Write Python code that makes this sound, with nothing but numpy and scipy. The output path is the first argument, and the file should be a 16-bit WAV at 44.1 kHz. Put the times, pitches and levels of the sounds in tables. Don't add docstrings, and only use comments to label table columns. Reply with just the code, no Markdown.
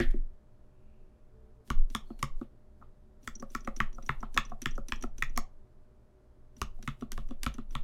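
import sys
import numpy as np
from scipy import signal
from scipy.fft import rfft, irfft
from scipy.io import wavfile

SR = 44100
rng = np.random.default_rng(int(sys.argv[2]) if len(sys.argv) > 2 else 0)


def put_to_file(sound):
    columns = np.atleast_2d(sound).T
    safe = np.clip(columns, -1, 1)
    whole_steps = np.round(safe * 32767)
    wavfile.write(sys.argv[1], SR, whole_steps.astype(np.int16))


N = 345303

# [t/s, stroke, plate, cap, stem and case level/dB]
BLOWS = [(0.0004, "bar down", -39, -27.5, -36.5, -28.5), (0.1384, "bar up", -56, -51, -75, -41),
         (1.702, "wide down", -21, -26, -36.5, -36.5), (1.949, "wide down", -22, -26, -30.5, -40),
         (2.1028, "wide up", -45, -68, -78, -39), (2.2273, "wide down", -21.5, -23.5, -29.5, -36),
         (2.4129, "wide up", -38.5, -63, -66, -36.5), (2.812, "upper touched", -48, -77, -96, -59.5),
         (2.823, "upper touched", -37, -98, -87, -67), (3.275, "upper down", -28.5, -29, -35, -41.5),
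         (3.4241, "upper up", -31, -50, -54, -42), (3.5491, "upper down", -19.5, -28, -33, -40),
         (3.674, "upper up", -23.5, -32.5, -48, -36.5), (3.8023, "upper down", -14.5, -15, -36.5, -36),
         (3.9822, "upper up", -36.5, -63, -64, -46), (4.0918, "upper down", -16, -19.5, -43.5, -35),
         (4.2282, "upper up", -19.5, -48.5, -57.5, -41), (4.364, "upper touched", -30.5, -47, -45, -46),
         (4.375, "upper down", -12.5, -9, -26, -36), (4.5181, "upper up", -35, -60, -71, -40.5),
         (4.6576, "upper down", -19.5, -16.5, -34, -35), (4.7782, "upper up", -31, -62, -53, -37),
         (4.9211, "upper down", -21.5, -16.5, -37.5, -38.5), (5.0373, "upper up", -27, -37.5, -47.5, -36),
         (5.2236, "upper down", -22.5, -15, -30.5, -44.5), (5.375, "upper up", -18.5, -27, -27, -34),
         (6.6155, "wide down", -23, -27.5, -32, -37.5), (6.789, "wide up", -64, -78, -79, -49.5),
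         (6.876, "wide down", -19.5, -24.5, -40.5, -39), (7.0224, "wide up", -39, -53.5, -59, -36),
         (7.1771, "wide down", -28.5, -38.5, -49.5, -40), (7.3082, "wide up", -38.5, -56, -57.5, -38),
         (7.4633, "wide down", -16.5, -25.5, -37, -33.5), (7.5827, "wide up", -33, -58, -56.5, -33.5),
         (7.7515, "wide down", -22, -30.5, -44, -42.5)]
STROKES = {"bar down": (-12, -8.5, -11, 1.5, 2, -1, -15, -58),
           "bar up": (-29, -20.5, -6, -18, -6, -33, -3, -79.5),
           "wide down": (-1.5, -2, -18, -31, 5, -7.5, -6.5, -68.5),
           "wide up": (4, -6.5, -21, -29, -13.5, -10, -9.5, -80),
           "upper down": (-12.5, -10.5, 0, -37.5, -1.6, -20.5, 0.5, -67.5),
           "upper up": (-12, -3, -4.5, -41.5, -8, 0, -0.3, -79),
           "upper touched": (-7, -8, -6.5, -40.5, 2.5, 5.5, 3, -93.5)}
# [t/s, snap level/dB, spring level/dB]
TICKS = [(0.1088, -49.5, -72), (1.6756, -61, -67), (1.9006, -50, -51), (2.1909, -52, -61.5),
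         (3.23, -77, -55), (3.3535, -69, -36), (3.398, -64, -40.5), (3.502, -70, -52), (3.6057, -68, -45),
         (3.6469, -55, -45), (3.7636, -49, -34.5), (3.928, -65, -51), (3.946, -86, -50),
         (4.025, -56, -48.5), (4.063, -68, -40), (4.2043, -64, -47), (4.343, -43.5, -40.5),
         (4.4514, -82.5, -39.5), (4.4958, -60.5, -54.5), (4.618, -32.5, -33), (4.709, -63.5, -43.5),
         (4.7533, -61.5, -48), (4.884, -38.5, -38.5), (4.9575, -62, -45), (5.01, -61, -47),
         (5.0245, -40.5, -34.5), (5.1814, -47.5, -39), (5.295, -72, -52), (5.361, -48, -37.5),
         (6.566, -61, -51), (6.8261, -46.5, -46.5), (7.0093, -52, -56.5), (7.118, -29.5, -44),
         (7.2875, -61, -60), (7.432, -22.5, -65), (7.5405, -48, -45), (7.708, -59.5, -51),
         (7.7274, -66, -71)]
# [t/s, level/dB]
BAR_KNOCKS = [(0.0006, -27), (.14, -40.5)]

# [f/Hz, level/dB, t60/s]
DESK_MODES = [(50, 0, 0.2), (78, -8, .08), (139, 1.5, 0.14)]
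# [f/Hz, level/dB, t60/s]
CASE_MODES = [(217.3, -2, 0.13), (249.7, 2, 0.084), (339.5, -6, 0.095), (392, -4, 0.037)]
# [f/Hz, level/dB, t60/s]
SHELL_MODES = [(420, -9.5, .035), (548, -5, 0.073), (695, -6, 0.013), (714, -2, 0.046), (825, -7, 0.025)]
# [f/Hz, level/dB, t60/s]
PLATE_MODES = [(1120, -4, .024), (1200, -8, .018), (1290, -6, .024), (1400, -8, .016)]
# [f/Hz, level/dB, t60/s]
CAP_MODES = [(1720, -5, .012), (1880, -5, .014), (2100, -8, .012), (2300, -10.5, .012), (2550, -14, .012)]
# [f/Hz, level/dB, t60/s]
RIM_MODES = [(2800, -3, .008), (3100, -3, .008), (3450, 0, .009), (3950, -8, .006)]
# [f/Hz, level/dB, t60/s]
SPRING_MODES = [(5800, -3, .022), (5950, -5, .02), (6200, -7, .012), (6700, -11, .008)]
# [f/Hz, level/dB, t60/s]
BAR_MODES = [(251, 2, 0.24), (348, 1.5, 0.12), (424, -7.5, 0.097), (567, -8.5, 0.037), (644, -8.5, 0.042)]

# [from t/s, to t/s, level/dB]
BRUSH = [(.86, .95, -86)]
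# [from t/s, to t/s, level/dB]
SQUEAK = [(2.06, 2.07, -77.5)]
# [from t/s, to t/s, level/dB]
BUSY = [(0.0, .2, -35), (1.757, 2.33, -36.5), (2.702, 2.9, -50.5), (3.33, 3.75, -42.5), (3.85, 4.75, -34),
        (4.95, 5.4, -37), (6.65, 7.83, -38.5)]
# [f/Hz, level/dB, t60/s]
ROOM_OCTAVES = [(675, -25, 0.28), (1365, -24, 0.14), (3007, -19, 0.21), (5530, -16, 0.17),
                (12200, -15.5, 0.066)]
# [f/Hz, level/dB]
AIR_SPECTRUM = [(9, -24), (16, 6.5), (38, -15), (66, -4), (84, -22), (120, -11.5), (145, -21), (215, -20.5),
                (490, -27), (600, -29.5), (1400, -38.5), (2500, -49.5), (11500, -58.5), (16400, -67.5)]
# [f/Hz, width/Hz, level/dB]
HUM_LINES = [(57.4, 5.4, -66.5), (116, 1, -68.5), (213.5, 2.1, -74.5), (376, 5, -75.5)]
# [from t/s, to t/s, level/dB]
FAINT_TONE = [(1.34, 1.5, -68), (1.595, 1.61, -66)]

BOUNCE_S, BOUNCE_DB, SNAP_BOUNCE_DB = 0.0105, -11.5, -13
BAR_DB, BAR_T60_S = -41, 0.32
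BAR_FIRST_DB, BAR_FIRST_T60_S = -34, 0.083
TICK_CAP_DB, TICK_CAP_FOLLOWS = -53, 0.7
TICK_CASE_DB = -53.5
TICK_CASE_FOLLOWS = (0.19, 0.3)
TRAVEL_S = 0.029
SQUEAK_HZ, SWAY_HZ, SWAY_T60_S = 4300, 17.5, 0.11
STILL_DB = -58.5
AIR_DB, WHINE_HZ, WHINE_DB, FAINT_TONE_HZ = -57, 605.5, -76.5, 440
CUTOFF_HZ = 16800
# (rise, fall) in dB per s
RUBBING_EDGES, BRUSH_EDGES, SQUEAK_EDGES = (600, 230), (56, 33), (3300, 56)
TREMBLE_EDGES, FAINT_TONE_EDGES = (600, 140), (390, 440)
RUBBING_WAVER_DB, TREMBLE_WAVER_DB, WAVER_KNOTS_PER_S = 1, 8, 5


def blows():
    s, level = parts()
    ringing = (
        strike(s + 0.0013, level["desk"], DESK_MODES, chatter_s=0.0044, lo_hz=49, soft_hz=173, turn=0.93)
        + strike(s - 0.0006, level["case"], CASE_MODES, chatter_s=0.0019, lo_hz=180, soft_hz=468.6)
        + strike(s - 0.0004, level["shell"], SHELL_MODES, chatter_s=0.0017, lo_hz=380, soft_hz=1000)
        + strike(s + 0.0007, level["plate"], PLATE_MODES, chatter_s=0.0026, lo_hz=1030, soft_hz=1600)
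        + strike(s, level["cap"], CAP_MODES, chatter_s=0.0012, lo_hz=1500, soft_hz=3000)
        + strike(s, level["rim"], RIM_MODES, chatter_s=0.0013, lo_hz=2400, soft_hz=4600))
    cracking = (
        crack(s, level["stem"], 4320, 8020, t60=0.012, rise_s=0.0002)
        + crack(s, level["crack"], 6200, 13000, t60=0.011, rise_s=0.0004)
        + crack(s, level["fizz"], 11500, 16600, t60=0.01, rise_s=0.0004))
    rattle = crack(s, level["rattle"], 1100, 4000, t60=0.11, rise_s=0.0073)
    return ringing + cracking + rattle


def parts():
    s, plate, cap, stem, case = np.transpose([row[:1] + row[2:] for row in BLOWS])
    rim, snap, fizz, rattle, desk, shell, rock, _ = np.transpose([STROKES[row[1]] for row in BLOWS])
    return s, {"plate": plate, "cap": cap, "stem": stem, "case": case,
               "rim": cap + rim, "crack": stem + snap, "fizz": stem + snap + fizz,
               "rattle": plate + rattle, "desk": case + desk, "shell": case + shell, "sway": case + rock}


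def strike(s, db, modes, chatter_s, lo_hz, soft_hz, turn=-1):
    luck_db = rng.normal(0, 2.1, (len(s), len(modes)))
    again_s = rng.uniform(0, chatter_s, (len(s), len(modes)))
    out = np.zeros(N)
    for k, (hz, mode_db, t60) in enumerate(modes):
        level_db = db + mode_db + luck_db[:, k]
        touches = clicks(s, level_db) + clicks(s + again_s[:, k], level_db - 0.5)
        bounce = clicks(s + BOUNCE_S, level_db + BOUNCE_DB)
        out += turn ** k * ring(touches + bounce, hz, t60)
    out = signal.sosfilt(signal.butter(4, soft_hz, fs=SR, output="sos"), out)
    return signal.sosfilt(signal.butter(2, lo_hz, "high", fs=SR, output="sos"), out)


def crack(s, db, lo_hz, hi_hz, t60, rise_s):
    touches = clicks(s, db)
    for k in (1, 2):
        touches += clicks(s + k * BOUNCE_S, db + SNAP_BOUNCE_DB - 7.5 * (k - 1))
    envelope = signal.lfilter([1], [1, -amp(-60 / (t60 * SR))], touches + 1e-18)
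    swell = np.exp(-1 / (rise_s * SR))
    envelope = signal.lfilter([1 - swell], [1, -swell], envelope)
    share = np.sqrt(2 * (hi_hz - lo_hz) / SR)
    puff = envelope * rng.standard_normal(N)
    return band(band(puff, lo_hz, hi_hz), lo_hz, hi_hz) / share


def space_bar():
    t = np.arange(N) / SR
    shaken = sum(ring(rng.standard_normal(N), hz, t60) * amp(db) for hz, db, t60 in CAP_MODES)
    dying = amp(BAR_DB - 60 * t / BAR_T60_S) + amp(BAR_FIRST_DB - 60 * t / BAR_FIRST_T60_S)
    knocks = strike(*np.transpose(BAR_KNOCKS), BAR_MODES, chatter_s=0.0027, lo_hz=194, soft_hz=900)
    return rms_one(band(shaken, 1400, 2300)) * dying + knocks


def ticks():
    s, snap, spring = np.transpose(TICKS)
    cap = TICK_CAP_DB + TICK_CAP_FOLLOWS * (snap + 50)
    case = TICK_CASE_DB + np.dot(TICK_CASE_FOLLOWS, [snap + 50, spring + 50])
    return (crack(s, snap, 3700, 13000, t60=0.008, rise_s=0.00073)
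            + strike(s, spring, SPRING_MODES, chatter_s=0.0058, lo_hz=5200, soft_hz=7200)
            + crack(s, cap, 800, 4500, t60=0.031, rise_s=0.00027)
            + strike(s + 0.0011, case, CASE_MODES, chatter_s=0.00042, lo_hz=180, soft_hz=400))


def slide():
    grain_size = amp(2.5 * np.minimum(rng.exponential(1, N), 4))
    grain_here = rng.random(N) < 6000 / SR
    grains = rng.standard_normal(N) * grain_size * grain_here
    travels = [(s - TRAVEL_S, s, STROKES[stroke][-1]) for s, stroke, *_ in BLOWS]
    rubbing_gain = held(travels, RUBBING_EDGES) * waver(RUBBING_WAVER_DB)
    rubbing = rms_one(band(grains, 2200, 14000)) * rubbing_gain
    brush = rms_one(band(grains, 2300, 2800)) * held(BRUSH, BRUSH_EDGES)
    whistle = ring(rng.standard_normal(N), SQUEAK_HZ, 0.025)
    squeak = rms_one(whistle) * held(SQUEAK, SQUEAK_EDGES)
    return rubbing + brush + squeak


def sway():
    s, level = parts()
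    unit = ring(ring(clicks(np.zeros(1), 0), SWAY_HZ, SWAY_T60_S), SWAY_HZ, SWAY_T60_S)
    rocking = ring(ring(clicks(s, level["sway"]), SWAY_HZ, SWAY_T60_S), SWAY_HZ, SWAY_T60_S)
    tremble = rms_one(band(band(rng.standard_normal(N), 9, 25), 9, 25))
    tremble *= amp(STILL_DB) + held(BUSY, TREMBLE_EDGES) * waver(TREMBLE_WAVER_DB)
    return tremble - rocking / np.abs(unit).max()


def room(x):
    t = np.arange(SR // 2) / SR
    response = np.zeros(len(t))
    for hz, db, t60 in ROOM_OCTAVES:
        noise = band(rng.standard_normal(len(t)), hz / np.sqrt(2), hz * np.sqrt(2))
        echoes = noise * amp(-60 * t / t60)
        response += amp(db) * echoes / np.sqrt(np.sum(echoes ** 2))
    onset = 1 - np.exp(-(t / 0.0082) ** 2)
    return signal.fftconvolve(x, response * onset)[:N]


def room_air():
    hz = np.maximum(np.fft.rfftfreq(N, 1 / SR), 1)
    points_hz, db = np.transpose(AIR_SPECTRUM)
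    shape = amp(np.interp(np.log(hz), np.log(points_hz), db))
    return amp(AIR_DB) * rms_one(irfft(rfft(rng.standard_normal(N)) * shape, N))


def hum():
    out = np.zeros(N)
    for hz, width_hz, db in HUM_LINES:
        t60 = np.log(1000) / np.pi / width_hz
        out += amp(db) * rms_one(ring(rng.standard_normal(N), hz, t60))
    return out


def faint_tones():
    t = np.arange(N) / SR
    whine = amp(WHINE_DB) * np.sin(2 * np.pi * WHINE_HZ * t)
    tone = held(FAINT_TONE, FAINT_TONE_EDGES) * np.sin(2 * np.pi * FAINT_TONE_HZ * t)
    return np.sqrt(2) * (whine + tone)


def amp(db):
    return 10 ** (np.asarray(db) / 20)


def rms_one(x):
    return x / np.sqrt(np.mean(x ** 2) + 1e-20)


def band(x, lo_hz, hi_hz):
    return signal.sosfilt(signal.butter(2, [lo_hz, min(hi_hz, SR / 2.2)], "band", fs=SR, output="sos"), x)


def ring(x, hz, t60):
    r = amp(-60 / (t60 * SR))
    w = 2 * np.pi * hz / SR
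    return signal.lfilter([0, np.sin(w)], [1, -2 * r * np.cos(w), r * r], x + 1e-18)


def clicks(s, db):
    out = np.zeros(N)
    np.add.at(out, np.clip(np.round(s * SR).astype(int), 0, N - 1), amp(db))
    return out


def held(rows, edges):
    t = np.arange(N) / SR
    rise, fall = edges
    return sum(amp(db - rise * np.maximum(start - t, 0) - fall * np.maximum(t - end, 0))
               for start, end, db in rows)


def waver(db):
    knots = rng.standard_normal(100)
    place = np.arange(N) / SR * WAVER_KNOTS_PER_S
    return amp(db * np.interp(place, np.arange(len(knots)), knots))


def scene():
    heavy = blows()
    light = ticks() + slide()
    echoes = room(heavy + amp(-7) * light)
    background = room_air() + hum() + faint_tones()
    return (heavy + space_bar() + light + sway() + echoes + background)[None]


def record(dry):
    return signal.sosfilt(signal.cheby2(18, 70, CUTOFF_HZ, fs=SR, output="sos"), dry)


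dry = scene()
out = record(dry)
put_to_file(out)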